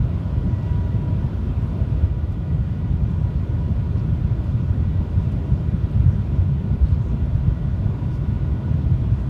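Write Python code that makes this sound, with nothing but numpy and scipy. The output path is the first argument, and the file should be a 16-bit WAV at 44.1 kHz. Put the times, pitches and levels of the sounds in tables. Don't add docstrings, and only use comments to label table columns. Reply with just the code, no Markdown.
import sys
import numpy as np
from scipy import signal
from scipy.fft import irfft, next_fast_len
from scipy.io import wavfile
from scipy.ndimage import uniform_filter1d

SR = 44100
rng = np.random.default_rng(int(sys.argv[2]) if len(sys.argv) > 2 else 0)


def pcm_store(signal):
    levels = np.round(np.clip(np.atleast_2d(signal), -1, 1) * 32767)
    wavfile.write(sys.argv[1], SR, levels.astype(np.int16).T)


def volts_from_decibels(level):
    exponent = np.asarray(level, float) / 20
    return 10 ** exponent


N = 409688
TIME = np.arange(N) / SR


def evened(x):
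    return x / np.sqrt(np.mean(x ** 2) + 1e-20)


def add(mix, s, sound):
    part = mix[max(round(s * SR), 0):][:len(sound)]
    part += sound[:len(part)]


def bump(s, length):
    out = np.zeros(N)
    first = max(round((s - 1.5 * length) * SR), 0)
    last = max(round((s + 1.5 * length) * SR), 1)
    out[first:last] = np.exp(-(2 * (TIME[first:last] - s) / length) ** 2)
    return out


def noise(points, lo_hz, hi_hz, patchy_db, size=2048):
    hz = np.fft.rfftfreq(size, 1 / SR)
    a, b, patches = rng.standard_normal((4 * N // size + 5, len(hz), 3), dtype=np.float32).T
    patches = uniform_filter1d(patches, size=20, axis=0)
    patches = evened(uniform_filter1d(patches, size=8, axis=1))
    f, db = np.transpose(points)
    shape = volts_from_decibels(np.interp(np.log(hz + 1), np.log(f + 1), db))
    edges = np.sqrt(1 / (1 + (lo_hz / (hz + 1)) ** 8) / (1 + (hz / hi_hz) ** 8))
    z = (a + 1j * b) * (shape * edges)[:, None] * volts_from_decibels(patchy_db * patches)
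    return evened(signal.istft(z, nperseg=size, noverlap=3 * size // 4)[1][:N])


def band(length, *modes):
    size = next_fast_len(length)
    f = np.fft.rfftfreq(size, 1 / SR)
    power = sum(volts_from_decibels(2 * db) / width / (1 + (2 * (f - hz) / width) ** 2) ** 2 for hz, width, db in modes)
    z = np.sqrt(power) * (rng.standard_normal((len(f), 2)) @ [1, 1j])
    rms = np.sqrt(sum(volts_from_decibels(2 * db) for hz, width, db in modes))
    return evened(irfft(z, size)[:length]) * rms


def steadied(x, seconds, share):
    width = round(seconds * SR)
    power = uniform_filter1d(uniform_filter1d(x ** 2, width), width)
    return evened(x / (abs(power) + 1e-3) ** (share / 2))


def self_noise():
    return band(N, (13500, 9000, -80))


# time in seconds, peak level in dB.
FITTING_TICKS = [(0.193, -54), (1.614, -54), (1.716, -57), (2.174, -57), (2.316, -51), (3.102, -52),
                 (4.436, -51), (5.157, -58), (5.221, -56), (5.313, -48.5), (5.907, -52.5), (6.087, -54),
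                 (6.119, -62), (7.039, -62), (7.343, -55), (8.149, -55), (9.193, -54)]


def ticks():
    out, t = np.zeros(N), TIME[:6000]
    t60_s, rise_s = 0.1, 0.006
    for s, db in FITTING_TICKS:
        fade = volts_from_decibels(db - 8.5 - 60 * t / t60_s) * np.minimum(t / rise_s, 1)
        add(out, s, fade * band(len(t), (5000, 12000, 0)))
    return out


# middle in seconds, length in seconds, level in dB rms, centre in Hz, width in Hz.
CLOTH_RUSTLES = [(0.646, .4, -71, 4970, 2990), (1.653, .3, -76, 7960, 6000), (3.198, .2, -80, 8050, 4000),
                 (3.995, .045, -63, 4760, 2000), (5.228, .08, -71, 6500, 5000),
                 (5.844, .2, -65, 3780, 1200), (6.11, 0.065, -69, 5500, 6000),
                 (6.868, .012, -58, 3900, 700), (6.91, .12, -65, 4200, 1800), (6.894, .07, -73, 8000, 2980),
                 (7.06, .12, -68, 6500, 2200), (8.143, .07, -62.5, 5000, 3000),
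                 (8.158, .06, -73, 9570, 7000), (9.195, .08, -71.5, 7060, 3000)]


def rustles():
    out = np.zeros(N)
    for s, length, db, hz, width in CLOTH_RUSTLES:
        count = round(2 * length * SR)
        wander = evened(uniform_filter1d(rng.standard_normal(SR), size=200))[:count]
        grain = evened(volts_from_decibels(3.2 * wander))
        swell = volts_from_decibels(db) * np.hanning(count)
        add(out, s - length, swell * grain * band(SR, (hz, width, 0))[:count])
    return out


PASS_HZ = 26.976
# multiple of PASS_HZ, level in dB rms.
TOOTH_TONES = [(3, -38.2), (6, -43.4), (13, -62.5), (14, -60.3), (15, -54.8), (16, -63.2), (19, -65.4),
               (21, -61.7), (25, -69.5), (26, -70.3), (27, -66.3), (28, -69.9), (30, -73.1), (31, -74.9),
               (32, -75.0), (33, -70.6), (34, -76.6), (39, -74.1), (42, -71.1), (45, -67.6), (46, -77.4),
               (47, -78.9), (48, -77.9), (49, -77.2), (51, -72.5), (55, -79.2), (63, -80.2), (108, -82.2)]


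def tooth_comb():
    out, coarse = np.zeros(N), TIME[::1000]
    for k, db in TOOTH_TONES:
        start, slow, place = rng.random(3)
        sway_hz = 0.3 * slow + 0.15
        sway = volts_from_decibels(db + 2.0 * np.sin(2 * np.pi * (sway_hz * coarse + place)))
        level = np.interp(TIME, coarse, np.sqrt(2) * sway)
        out += level * np.sin(2 * np.pi * (k * PASS_HZ * TIME + start))
    return out


WHINE_TONES = (24, 36, 54, 72)
WHINE_QUIET_DB = (-66, -64, -70.5, -75.5)
# middle in seconds, length in seconds, lift in dB.
WHINE_LIFTS = [
    [(.7, 1.8, 11), (1.85, 0.59, 13.5), (5.2, .4, 9.5), (6.0, 0.45, 10.5), (7.5, .8, 7.5), (8.9, 0.86, 10)],
    [(.55, 0.62, 9.5), (1.05, 0.82, 13.5), (1.8, 0.65, 7), (3.5, 0.65, 6), (4.7, 0.36, 8), (6.3, .3, 5), (8.0, .5, 9.5), (8.8, 0.34, 6)],
    [(0.0, 0.49, 7.5), (.75, 0.45, 9), (2.7, 1.4, 7.5), (4.0, 1.25, 9), (5.3, 0.79, 4), (6.8, .5, 11.5), (7.65, .5, 9), (8.6, 1.3, 11.5)],
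    [(.6, 0.99, 14), (2.45, .8, 10), (3.5, 0.71, 7.5), (4.8, .4, 11), (5.4, 0.96, 11.5), (7.55, .4, 9.5), (8.5, .8, 9)],
]
# noisy share from 0 to 1, width in Hz.
WHINE_SPREAD = ((0.25, 5.9), (0.2, 13), (0.1, 6.0), (.4, 16))


def whine():
    out = np.zeros(N)
    for k, rest_db, swells, (share, width_hz) in zip(WHINE_TONES, WHINE_QUIET_DB, WHINE_LIFTS, WHINE_SPREAD):
        db = rest_db + sum(lift_db * bump(s, length) for s, length, lift_db in swells)
        tone = np.sqrt(2) * np.sin(2 * np.pi * (k * PASS_HZ * TIME + rng.random()))
        blur = band(N, (k * PASS_HZ, width_hz, 0))
        out += volts_from_decibels(db) * (np.sqrt(1 - share) * tone + np.sqrt(share) * blur)
    return out


# time in seconds, drop in dB, recovery in seconds.
GAIN_DROPS = [(2.05, -3, 1.2), (3.3, -0.2, .7), (6.41, -1.5, 1.4), (7.5, -.7, 0.54), (8.35, -0.5, .5)]


def ducking():
    out, fall_s = np.zeros(N), 0.045
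    for s, db, recovery in GAIN_DROPS:
        since = np.maximum(TIME - s, 0)
        out += db * (1 - np.exp(-since / fall_s)) * np.exp(-since / recovery)
    return out


# pitch in Hz, level in dB per Hz.
ROAR_COLOUR = [(120, -36), (200, 0.5), (251, -6.5), (338, -10.5), (431, -18), (628, -20.5), (834, -27.5),
               (980, -24.5), (1120, -29), (1430, -31), (1610, -34), (1920, -37), (2080, -37), (3430, -41),
               (5000, -54.5), (6500, -80.5), (11000, -120)]
# pitch in Hz, level in dB per Hz.
HISS_COLOUR = [(2060, -30.5), (3500, 0.5), (8240, -18), (14700, -25), (15600, -24.5)]
# pitch in Hz, width in Hz, level in dB rms.
RINGING_BANDS = [(600, 60, -60), (968, 90, -60.5), (1442, 63, -63.5), (1930, 21, -69.5), (2180, 8, -80),
                 (2423, 110, -70), (2710, 90, -73), (2904, 16, -78), (3156, 65, -73.5), (3470, 9.2, -83),
                 (3480, 240, -73.5), (3910, 14, -81)]


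def flow():
    duck_db = ducking()
    low_duck_db, high_duck_db = 0.74 * duck_db, 0.9 * duck_db
    roar = volts_from_decibels(-37.5 + low_duck_db) * noise(ROAR_COLOUR, 254.5, 4200, 1.24)
    hiss = volts_from_decibels(-64.5 + high_duck_db) * noise(HISS_COLOUR, 4120, 21000, 1.0, size=1024)
    panels = volts_from_decibels(1.0 + low_duck_db) * band(N, *RINGING_BANDS)
    return roar + hiss + panels + volts_from_decibels(high_duck_db) * self_noise()


# middle in seconds, length in seconds, lift in dB, centre in Hz.
RUMBLE_GUSTS = [(0.02, 0.06, 8, 80), (0.37, 0.043, 2, 80), (0.48, 0.056, 10, 203), (1.13, 0.09, 4, 122),
                (2.04, 0.046, 2, 80), (2.56, 0.051, 5, 95), (3.03, 0.036, 5, 95), (3.77, 0.056, 7, 50),
                (4.03, 0.067, 6, 150), (4.25, 0.074, 1, 80.5), (4.55, 0.043, 6.1, 150),
                (4.84, 0.09, 6.5, 50), (4.99, 0.032, 11, 50), (5.18, 0.071, 6.5, 80),
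                (5.29, 0.087, 2.7, 122), (5.52, 0.048, 7, 94), (6.01, 0.05, 1, 50), (6.07, 0.21, 6.5, 94.5),
                (6.4, 0.046, 5, 80), (6.49, 0.13, 5, 149), (6.71, 0.053, 4.3, 95), (6.83, 0.06, 10, 50),
                (6.92, 0.15, 4, 95), (7.35, 0.039, 4.2, 66), (7.47, 0.09, 6.5, 79.5), (7.86, 0.031, 1, 95),
                (8.32, 0.054, 5.5, 205), (8.75, 0.055, 4.5, 150), (8.91, 0.2, 5, 94.5),
                (9.13, 0.046, 7, 95)]
# middle in seconds, length in seconds, drop in dB (negative), centre in Hz.
RUMBLE_LULLS = [(0.2, 0.25, -5, 80), (0.31, 0.06, -6, 150), (0.46, 0.09, -3, 50), (0.61, 0.11, -10, 50),
                (1.06, 0.071, -12, 50.3), (1.37, 0.15, -7, 122), (1.72, 0.055, -9, 95),
                (2.23, 0.3, -6.5, 150), (2.44, 0.073, -14, 66), (2.76, 0.072, -13, 81),
                (3.15, 0.071, -2, 50), (3.31, 0.07, -6, 95), (3.46, 0.084, -7, 95), (3.85, 0.065, -7.5, 95),
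                (4.4, 0.12, -6, 122), (5.07, 0.056, -9, 80), (5.27, 0.09, -6, 50), (5.46, 0.053, -8, 50),
                (5.72, 0.45, -1.5, 50), (5.9, 0.06, -4.7, 66), (6.24, 0.06, -6.9, 50),
                (6.48, 0.09, -5.8, 50), (6.61, 0.044, -8, 95), (6.78, 0.064, -7.5, 122),
                (7.21, 0.14, -2, 122), (7.57, 0.09, -4.5, 95), (7.98, 0.19, -9.5, 50),
                (8.4, 0.053, -5.3, 121), (8.61, 0.072, -15, 66), (9.22, 0.065, -5.5, 121)]


def buffeting(layer_hz, rest_db):
    reach_octaves, strength = 0.63, 1.01
    db = np.zeros(N)
    for s, length, change_db, hz in list(RUMBLE_GUSTS) + list(RUMBLE_LULLS):
        nearness = np.exp(-(np.log2(hz / layer_hz) / reach_octaves) ** 2)
        db += change_db * nearness * bump(s, length)
    return rest_db + strength * db


# middle in seconds, peak level in dB, pitch in Hz, number of cycles.
SHELL_JOLTS = [(0.018, -10.5, 85, 1.8), (0.379, -9.5, 80, 2), (1.95, -12, 88, 1.5), (2.037, -6, 92, 1.6),
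               (3.033, -11.5, 89, 1.8), (3.245, -12, 88, 1.9), (3.552, -11, 96, 2.3),
               (3.7, -21.5, 198, 5.7), (4.249, -6, 97, 1.8), (4.55, -8, 99, 1.4), (4.71, -10, 85, 2.4),
               (4.992, -10, 70, 1.7), (6.002, -7, 93, 1.9), (6.09, -6.5, 99, 2.6), (6.393, -6, 82, 2.2),
               (6.833, -8, 71.4, 2.5), (6.927, -9, 93, 2.5), (7.353, -8.5, 88, 1.7), (7.486, -8.5, 90, 1.4),
               (7.861, -5.5, 85.5, 1.1), (8.528, -12, 91, 1.9), (8.918, -7.5, 92, 2.3)]


def jolted(rumble):
    out = rumble.copy()
    for s, db, hz, cycles in SHELL_JOLTS:
        near = slice(max(round(s * SR) - SR // 10, 0), round(s * SR) + SR // 10)
        turns = hz * (TIME[near] - s)
        bell = np.exp(-(2.85 * turns / cycles) ** 2)
        out[near] = out[near] * (1 - 0.32 * bell) + volts_from_decibels(db) * bell * np.cos(2 * np.pi * turns)
    return out


# pitch in Hz, level in dB per Hz.
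THUD_COLOUR = [(11, -49.5), (18, -24.5), (59, 6.5), (110, 3), (140, -27.5), (240, -120)]
# pitch in Hz, level in dB per Hz.
BOOM_COLOUR = [(47, -27.5), (80, -1), (136, -4.5), (252, -18.5), (320, -21), (420, -54.5), (700, -120)]
# centre in Hz, resting level in dB rms.
RUMBLE_LAYERS = [
    (66, -24.5),
    (122, -24.5),
    (205, -32),
]


def shell():
    thud_db, boom_db, drum_db = (buffeting(*layer) for layer in RUMBLE_LAYERS)
    thud = steadied(noise(THUD_COLOUR, 12, 92, 0.1, size=8192), 0.077, 0.81)
    boom = steadied(noise(BOOM_COLOUR, 96, 160, 0.1, size=8192), 0.071, 0.7)
    drum = steadied(noise(BOOM_COLOUR, 187, 212, 0.1, size=8192), 0.089, 0.57)
    rumble = volts_from_decibels(thud_db) * thud + volts_from_decibels(boom_db) * boom + volts_from_decibels(drum_db) * drum
    shake_db = 1.38 * band(N, (13.0, 12.0, 0)) + 0.35
    return jolted(rumble * volts_from_decibels(shake_db))


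def scene():
    return (ticks() + rustles() + tooth_comb() + whine() + flow() + shell())[None]


def roll_off(x):
    return signal.sosfilt(signal.butter(12, 15770, fs=SR, output="sos"), x)


def record(dry):
    bass_cut = signal.butter(3, 37.0, "highpass", fs=SR, output="sos")
    cut = signal.sosfilt(bass_cut, dry)
    to_nearest_end = np.minimum(TIME, TIME[::-1] + 0.0005)
    faded = cut * np.minimum(to_nearest_end / 0.003, 1)
    treble_cut = signal.firwin(2001, 15300, window=("kaiser", 7), fs=SR)
    mix = signal.oaconvolve(faded, treble_cut[None], "same")
    return roll_off(mix)


dry = scene()
out = record(dry)
pcm_store(out)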